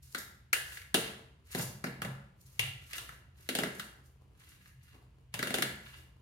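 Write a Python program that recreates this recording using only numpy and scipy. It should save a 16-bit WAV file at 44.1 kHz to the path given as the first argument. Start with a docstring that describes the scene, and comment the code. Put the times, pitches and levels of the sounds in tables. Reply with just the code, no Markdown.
"""A bare kitchen: a steel spoon stirs flour in a steel bowl, on a steel plate on a wooden table.
Flour hisses under each stroke and grit scrapes the steel. The spoon knocks on the wall; the bowl rocks
and thuds into the table. A low-mid rustle lingers after each knock, and there are two short low rubs.
All of it rings through the modes of bowl, plate and table and echoes in the room.
An appliance hums faintly nearby."""
import sys
import numpy as np
from scipy import signal
from scipy.fft import rfft, irfft, next_fast_len
from scipy.io import wavfile
from scipy.ndimage import uniform_filter1d

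SR = 44100
rng = np.random.default_rng(int(sys.argv[2]) if len(sys.argv) > 2 else 0)


def materialize(psi):
    """Save the field psi as 16-bit PCM at rate SR to the path in sys.argv[1].

    A 1-D psi becomes a single channel; in a 2-D psi each row is a channel.
    """
    bounded = np.clip(np.atleast_2d(psi).T, -1, 1)
    quanta = np.round(bounded * 32767).astype(np.int16)
    wavfile.write(sys.argv[1], SR, quanta)


N = 273861
TIME = np.arange(N) / SR


def from_db(db):
    """Decibels to gain."""
    return 10 ** (np.asarray(db) / 20)


def unit_rms(x):
    """Scale to rms 1."""
    return x / np.sqrt(np.mean(x ** 2) + 1e-20)


def at_hz(curve, hz):
    """Interpolate over log frequency."""
    freq_hz, value = np.transpose(curve)
    return np.interp(np.log(np.maximum(hz, 1)), np.log(freq_hz), value)


def band(x, low_hz, high_hz):
    """Causal Butterworth band-pass."""
    return signal.sosfilt(signal.butter(3, [low_hz, high_hz], "band", fs=SR, output="sos"), x)


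def colour(x, spectrum):
    """Zero-phase EQ."""
    size = next_fast_len(N)
    gain = from_db(at_hz(spectrum, np.fft.rfftfreq(size, 1 / SR)))
    return irfft(rfft(x, size) * gain, size)[..., :N]


def resonance(x, hz, width_hz):
    """Two-pole resonator, unity peak gain."""
    r = np.exp(-np.pi * width_hz / SR)
    feedback = [1, -2 * r * np.cos(2 * np.pi * hz / SR), r * r]
    return signal.lfilter(np.array([1, 0, -1]) * (1 - r * r) / 2, feedback, x + 1e-18)


def stereo(pair, correlation):
    """Two independent noises to correlated left and right."""
    mid = np.sqrt(1 + correlation) * pair[0]
    side = np.sqrt(1 - correlation) * pair[1]
    return np.array([mid + side, mid - side]) / np.sqrt(2)


def pan(left_db):
    """Left and right gains for a level difference."""
    return from_db(np.array([[left_db], [-left_db]]) / 2)


# room field, left to right: freq_hz, correlation
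ROOM_CORRELATION = [(60, 0.95), (140, 1), (290, 0.95), (640, 0.29), (1400, 0), (15000, 0.036)]
# pitch_hz, width_hz, level_db
HUM_TONES = [(56.7, 8.5, -68), (73, 40, -62.5), (129, 12, -64.5), (178, 27, -76.5)]


def appliance_hum():
    """Low wavering tones of narrow-band noise."""
    hum = 0
    for hz, width_hz, level_db in HUM_TONES:
        noise = rng.standard_normal((2, N + SR))
        tone = resonance(resonance(noise, hz, width_hz), hz, width_hz)[:, SR:]
        hum += from_db(level_db) * unit_rms(stereo(tone, at_hz(ROOM_CORRELATION, hz)))
    return hum


# freq_hz, gain_db
AIR_SPECTRUM = [(120, -33.5), (200, 3), (424, -8.5), (1060, -14), (2860, -9.5), (3900, -18.5), (15100, -32),
                (16000, -42.5)]


def room_air(level_db=-77):
    """Faint steady room noise."""
    noise = stereo(rng.standard_normal((2, N)), correlation=0.25)
    return from_db(level_db) * unit_rms(colour(noise, AIR_SPECTRUM))


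def friction(slips_per_s, size_spread_db, hiss_db, clump_db=5, clump_s=0.012):
    """Tiny uneven slips over a sliding hiss, bunched as lumps of flour give way; rms 1."""
    sizes = from_db(size_spread_db * np.minimum(rng.exponential(1, N), 4)) * rng.standard_normal((2, N))
    slips = unit_rms(stereo(sizes, correlation=1) * (rng.random(N) < slips_per_s / SR))
    lumps = unit_rms(uniform_filter1d(rng.standard_normal(N), round(clump_s * SR)))
    hiss = from_db(hiss_db) * rng.standard_normal((2, N))
    return unit_rms((slips + hiss) * from_db(clump_db * lumps))


# freq_hz, gain_db
FLOUR_SPECTRUM = [(2000, -19.5), (4000, -5), (6000, 3), (8000, 1), (10000, 0.5), (12500, 5.5), (16000, -1)]
SCRAPE_SPECTRUM = [(600, -16.5), (1100, -3.5), (1700, 5), (3000, -0.5), (4200, -6), (7000, -16)]
# start_s, length_s, flour_db, scrape_db
SPOON_STROKES = [(0, 0.15, -55.5, -70), (0.177, 0.017, -33, -60), (0.592, 0.21, -48, -53.5),
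                 (0.935, 0.17, -53, -45), (1.438, 0.12, -56.5, -61), (1.486, .12, -41.5, -46.5),
                 (1.58, 0.058, -32.5, -49.5), (1.848, 0.034, -48.5, -43), (2.35, 0.35, -60.5, -71.5),
                 (2.6, 0.095, -50, -50), (2.738, 0.42, -54.5, -61.5), (2.89, 0.094, -49, -46.5),
                 (3.334, 0.23, -55.5, -62), (3.708, 0.18, -51, -61.5), (4.026, 0.056, -62.5, -75.5),
                 (4.34, 0.24, -58, -60), (4.59, 0.11, -57.5, -62), (4.77, 0.21, -65, -65),
                 (5.315, 0.27, -54, -48), (5.772, 0.25, -55.5, -57)]


def stirring(trim_db=-1, fastest_share=0.73):
    """Flour shears and hisses, grit scrapes the steel; both follow spoon speed."""
    scrape_gain, flour_gain = np.zeros((2, N))
    for start_s, length_s, flour_db, scrape_db in SPOON_STROKES:
        ramp = np.interp(TIME, start_s + length_s * np.array([0, fastest_share, 1]), [0, 1, 0])
        speed = np.sin(np.pi / 2 * ramp)
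        scrape_gain += from_db(scrape_db + trim_db) * speed
        flour_gain += from_db(flour_db + trim_db) * speed
    flour = colour(friction(slips_per_s=7700, size_spread_db=2, hiss_db=8), FLOUR_SPECTRUM)
    scrape = colour(friction(slips_per_s=1100, size_spread_db=-1, hiss_db=-0.5), SCRAPE_SPECTRUM)
    return flour_gain * unit_rms(flour) + scrape_gain * unit_rms(scrape)


# freq_hz, gain_db
RUSTLE_SPECTRUM = [(150, -16), (280, 1.5), (500, -1.5), (1000, -8.5), (2000, -26.5)]
# two short rubs, then the tail of the last flurry: start_s, level_db, decay_s
RUSTLE_SWELLS = [(2.92, -56.5, 0.19), (4.92, -51, 0.056), (5.9, -66.5, 0.58)]


def low_rustle(floor_db=-76, rise_s=0.03, tail_db=-27.5, tail_s=0.33):
    """Low-mid rustle fading slowly after each knock and the last flurry, plus two short low rubs."""
    tails = [(start_s, rock_db + tail_db, tail_s) for start_s, *_, rock_db, _ in SPOON_KNOCKS]
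    power = np.full(N, from_db(floor_db) ** 2)
    for start_s, level_db, decay_s in list(RUSTLE_SWELLS) + tails:
        start = round(start_s * SR)
        t = TIME[:N - start]
        power[start:] += (from_db(level_db) * np.minimum(t / rise_s, 1) * np.exp(-t / decay_s)) ** 2
    rustle = stereo(friction(slips_per_s=120, size_spread_db=2, hiss_db=-1), correlation=0.55)
    return np.sqrt(power) * unit_rms(colour(rustle, RUSTLE_SPECTRUM))


def dense_modes(samples, even_hz):
    """Closely packed modes: two noises with even power over each span of even_hz."""
    spectrum = rfft(rng.standard_normal((2, samples)))
    power = uniform_filter1d(np.abs(spectrum) ** 2, max(3, round(even_hz * samples / SR)), axis=1)
    return unit_rms(irfft(spectrum / np.sqrt(power), samples))


def struck_band(low_hz, high_hz, t60_s, energy_s=0.013, crack_db=9, crack_s=0.0008, rise_s=0.00088):
    """A blow on a band of modes: bare pulse, and stereo wash led by a crack."""
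    t = TIME[:SR // 5]
    pulse = band(signal.unit_impulse(len(t)), low_hz, high_hz)
    decay = from_db(-60 * t / t60_s) + from_db(crack_db) * np.exp(-t / crack_s)
    attack = 1 - np.exp(-t / rise_s)
    modes = stereo(dense_modes(len(t), even_hz=50), max(0.1, at_hz(ROOM_CORRELATION, low_hz)))
    wash = band(attack * decay * modes, low_hz, high_hz)
    return [unit_rms(part) * np.sqrt(energy_s / t[-1]) for part in (pulse, wash)]


def mode_pair(hz, t60_s=0.22, energy_s=0.0096, beat_hz=23):
    """Two close modes ring clear and beat."""
    t = TIME[:SR // 5]
    pair = np.sin(2 * np.pi * hz * t) + 0.5 * np.sin(2 * np.pi * (hz + beat_hz) * t)
    return unit_rms(pair * from_db(-60 * t / t60_s)) * np.sqrt(energy_s / t[-1])


BOWL_LEFT_DB = 2


def edge_tick(level_db, glint_db=-8, send_db=-3):
    """Each contact point wakes a few high steel modes of its own; returns direct, room send."""
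    pulse, wash = struck_band(4300, 18000, t60_s=0.058)
    modes = sum(mode_pair(hz, t60_s=0.026) for hz in rng.uniform(4200, 12500, size=6))
    glint = from_db(glint_db) * modes / np.sqrt(6)
    gain = from_db(level_db)
    return gain * (wash + glint) * pan(BOWL_LEFT_DB), gain * from_db(send_db) * (pulse + glint)


def struck_part(drive_db, hz, band_ratio, t60_s, gain_db, send_db, tone_db):
    """Low parts bump, higher parts ring off-centre; returns direct, room send."""
    pulse, wash = struck_band(hz / band_ratio, hz * band_ratio, t60_s)
    tone = from_db(tone_db) * mode_pair(hz)
    body = pulse if hz < 290 else wash * pan(BOWL_LEFT_DB * min(hz / 2000, 1))
    gain = from_db(drive_db + gain_db)
    return gain * (body + tone / 2), gain * from_db(send_db) * (pulse + tone)


# rows thud, plate, bottom, clank, ring: band_ratio, t60_s, gain_db, send_db, tone_db
PART_RESPONSES = [(1.388, .12, 0, 4.5, -14), (1.6, .08, 1.5, -1, -4), (1.6, .07, -1, 2, -11.5),
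                  (1.275, 0.041, -4, -3.5, -12), (1.22, 0.1, -6, -4.5, -6)]
# start_s, force_db, hardness_db, clank_hz, ring_hz, rock_db, thud_hz
SPOON_KNOCKS = [(0.147, -30, -1.5, 1635, 3820, -50, 216), (0.5296, -20.5, 3.5, 1790, 2530, -68.5, 129),
                (0.771, -41, -3, 1940, 3010, -74.5, 120), (0.817, -48, -0.5, 1900, 3000, -74, 128),
                (0.943, -25.5, 10, 1633, 3185, -35.5, 200.8), (1.548, -34, 1.5, 1800, 3660, -36.5, 179.3),
                (1.594, -37, 0.5, 1680, 3340, -40, 146.5), (1.84, -31, -4.5, 1746, 5420, -37, 189),
                (2.018, -31, -2, 1517, 2865, -42.5, 154), (2.048, -38.5, -0.5, 1710, 3040, -41, 158.5),
                (2.5932, -24, 1, 2420, 2850, -42.5, 111), (2.932, -39.5, 5, 2070, 2860, -70.5, 150),
                (2.981, -41, 8.5, 1450, 3090, -59.5, 127), (3.091, -40.5, -8, 1560, 2760, -58, 129),
                (3.489, -31, 4.5, 1830, 3380, -44.5, 260.5), (3.551, -33.5, 9.5, 1880, 3230, -42, 218.3),
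                (3.587, -30, 4, 1670, 2970, -37, 216), (3.634, -28, -3.5, 1670, 3170, -37, 216),
                (3.796, -35, 1.5, 1566, 3287, -63.5, 148), (5.34, -36.5, 6.5, 1940, 3030, -46, 139.5),
                (5.391, -32, 0.5, 1690, 3200, -45, 214), (5.427, -27, -1, 1690, 3860, -42, 219),
                (5.471, -36, 4.5, 1610, 3000, -46.5, 226), (5.505, -34.5, 0, 1860, 3560, -41.5, 238),
                (5.541, -29.5, 7.5, 1720, 3070, -39, 208), (5.584, -33, 2.5, 1680, 3040, -39.5, 181),
                (5.622, -24.5, 2.5, 1760, 3503, -42.5, 212.6)]


def knocks(bounce_s=0.0093, bounce_db=-17, usual_thud_hz=204.5):
    """Force drives the bowl, hardness adds spoon ring and tick, rocking drives plate and table."""
    direct, send = np.zeros((2, 2, N + SR))

    def add(start_s, near, far, bounces):
        """Mix in one hit and, optionally, the spoon's single bounce."""
        for delay_s, db in [(0, 0), (bounce_s, bounce_db)] if bounces else [(0, 0)]:
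            start = round((start_s + delay_s) * SR)
            direct[:, start:start + len(far)] += from_db(db) * near
            send[:, start:start + len(far)] += from_db(db) * far

    for start_s, force_db, hardness_db, clank_hz, ring_hz, rock_db, thud_hz in SPOON_KNOCKS:
        add(start_s, *edge_tick(force_db + hardness_db - 7.5), bounces=True)
        # a higher thud drives the plate harder and deeper
        thud_octaves = np.log2(thud_hz / usual_thud_hz)
        plate_db = rock_db + 2.5 + 9 * thud_octaves + 0.55 * hardness_db
        plate_hz = 445.5 * 2 ** (-0.9 * thud_octaves)
        parts = [(rock_db, thud_hz),
                 (plate_db, plate_hz),
                 (force_db - 20.5, 540),  # bowl bottom
                 (force_db, clank_hz),
                 (force_db + hardness_db - 5.5, ring_hz)]
        for (drive_db, hz), response in zip(parts, PART_RESPONSES):
            add(start_s, *struck_part(drive_db, hz, *response), bounces=hz >= clank_hz)
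    return direct[:, :N], send[:, :N]


# bowl, plate and table: pitch_hz, width_hz, gain_db
BODY_MODES = [(132.7, 9, 8.5), (136, 6.4, -5), (193.8, 4.2, 3.5), (217.8, 30, 3), (256.4, 22, -1.5),
              (339.3, 45, 3.5), (374, 4.8, -1.5), (450.5, 7.6, -3.5), (553, 8.3, -8.5), (930, 160, -9.5),
              (1376, 4.8, 3), (1673, 27, -0.5), (1992, 29, 1), (2235, 43, -6), (2803, 120, 3.5),
              (3300, 8.3, 2), (3680, 3.9, 1.5), (4530, 89, -11), (6920, 250, -5), (8940, 380, -4),
              (9520, 370, -3)]
# dense upper steel modes: freq_hz, gain_db
STEEL_SPECTRUM = [(100, -2), (300, -10), (900, -5), (1150, -1), (1700, -3), (3000, -2.5), (4200, 1.5),
                  (5600, -4), (8000, -4.5), (10000, -4), (12500, -5), (14000, -6.5), (16000, -12.5)]


def bowl_body(x):
    """Steel passes contacts on and rings, damped by flour and the holding hand."""
    ringing = sum(from_db(db) * resonance(x, hz, width_hz) for hz, width_hz, db in BODY_MODES)
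    return colour(x + ringing, STEEL_SPECTRUM)


# freq_hz, t60_s
KITCHEN_DECAY = [(100, 0.85), (260, 0.45), (700, 0.6), (1840, .6), (4850, 0.51), (12800, 0.39)]


def kitchen_echo(send, build_s=0.0069):
    """Diffuse echoes build up, then decay band by band."""
    t, response = TIME[:SR], 0
    build = 1 - np.exp(-(t / build_s) ** 2)
    edges_hz = np.geomspace(70, 18000, 15)
    for low_hz, high_hz in zip(edges_hz, edges_hz[1:]):
        hz = np.sqrt(low_hz * high_hz)
        echoes = np.hstack([dense_modes(SR // 10, even_hz=40) for _ in range(10)])
        noise = band(stereo(echoes, at_hz(ROOM_CORRELATION, hz)), low_hz, high_hz)
        tail = noise * build * from_db(-60 * t / at_hz(KITCHEN_DECAY, hz))
        response += unit_rms(tail) * np.sqrt(2 * (high_hz - low_hz)) / SR
    return signal.oaconvolve(send, response, axes=1)[:, :N]


def scene(stir_send_db=-1, right_lag_s=0.00018):
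    """Knocks, strokes and rustle through bowl and room, left ear first, over hum and air."""
    knock_direct, knock_send = knocks()
    stir = stirring() + low_rustle()
    direct = knock_direct + stir
    direct[1] = np.interp(TIME - right_lag_s, TIME, direct[1])
    echo = kitchen_echo(knock_send + from_db(stir_send_db) * stir[0])
    return bowl_body(direct + echo) + appliance_hum() + room_air()


def record(dry, cutoff_hz=16100):
    """Steep elliptic low-pass."""
    return signal.sosfilt(signal.ellip(10, 0.2, 80, cutoff_hz, fs=SR, output="sos"), dry)


dry = scene()
out = record(dry)
materialize(out)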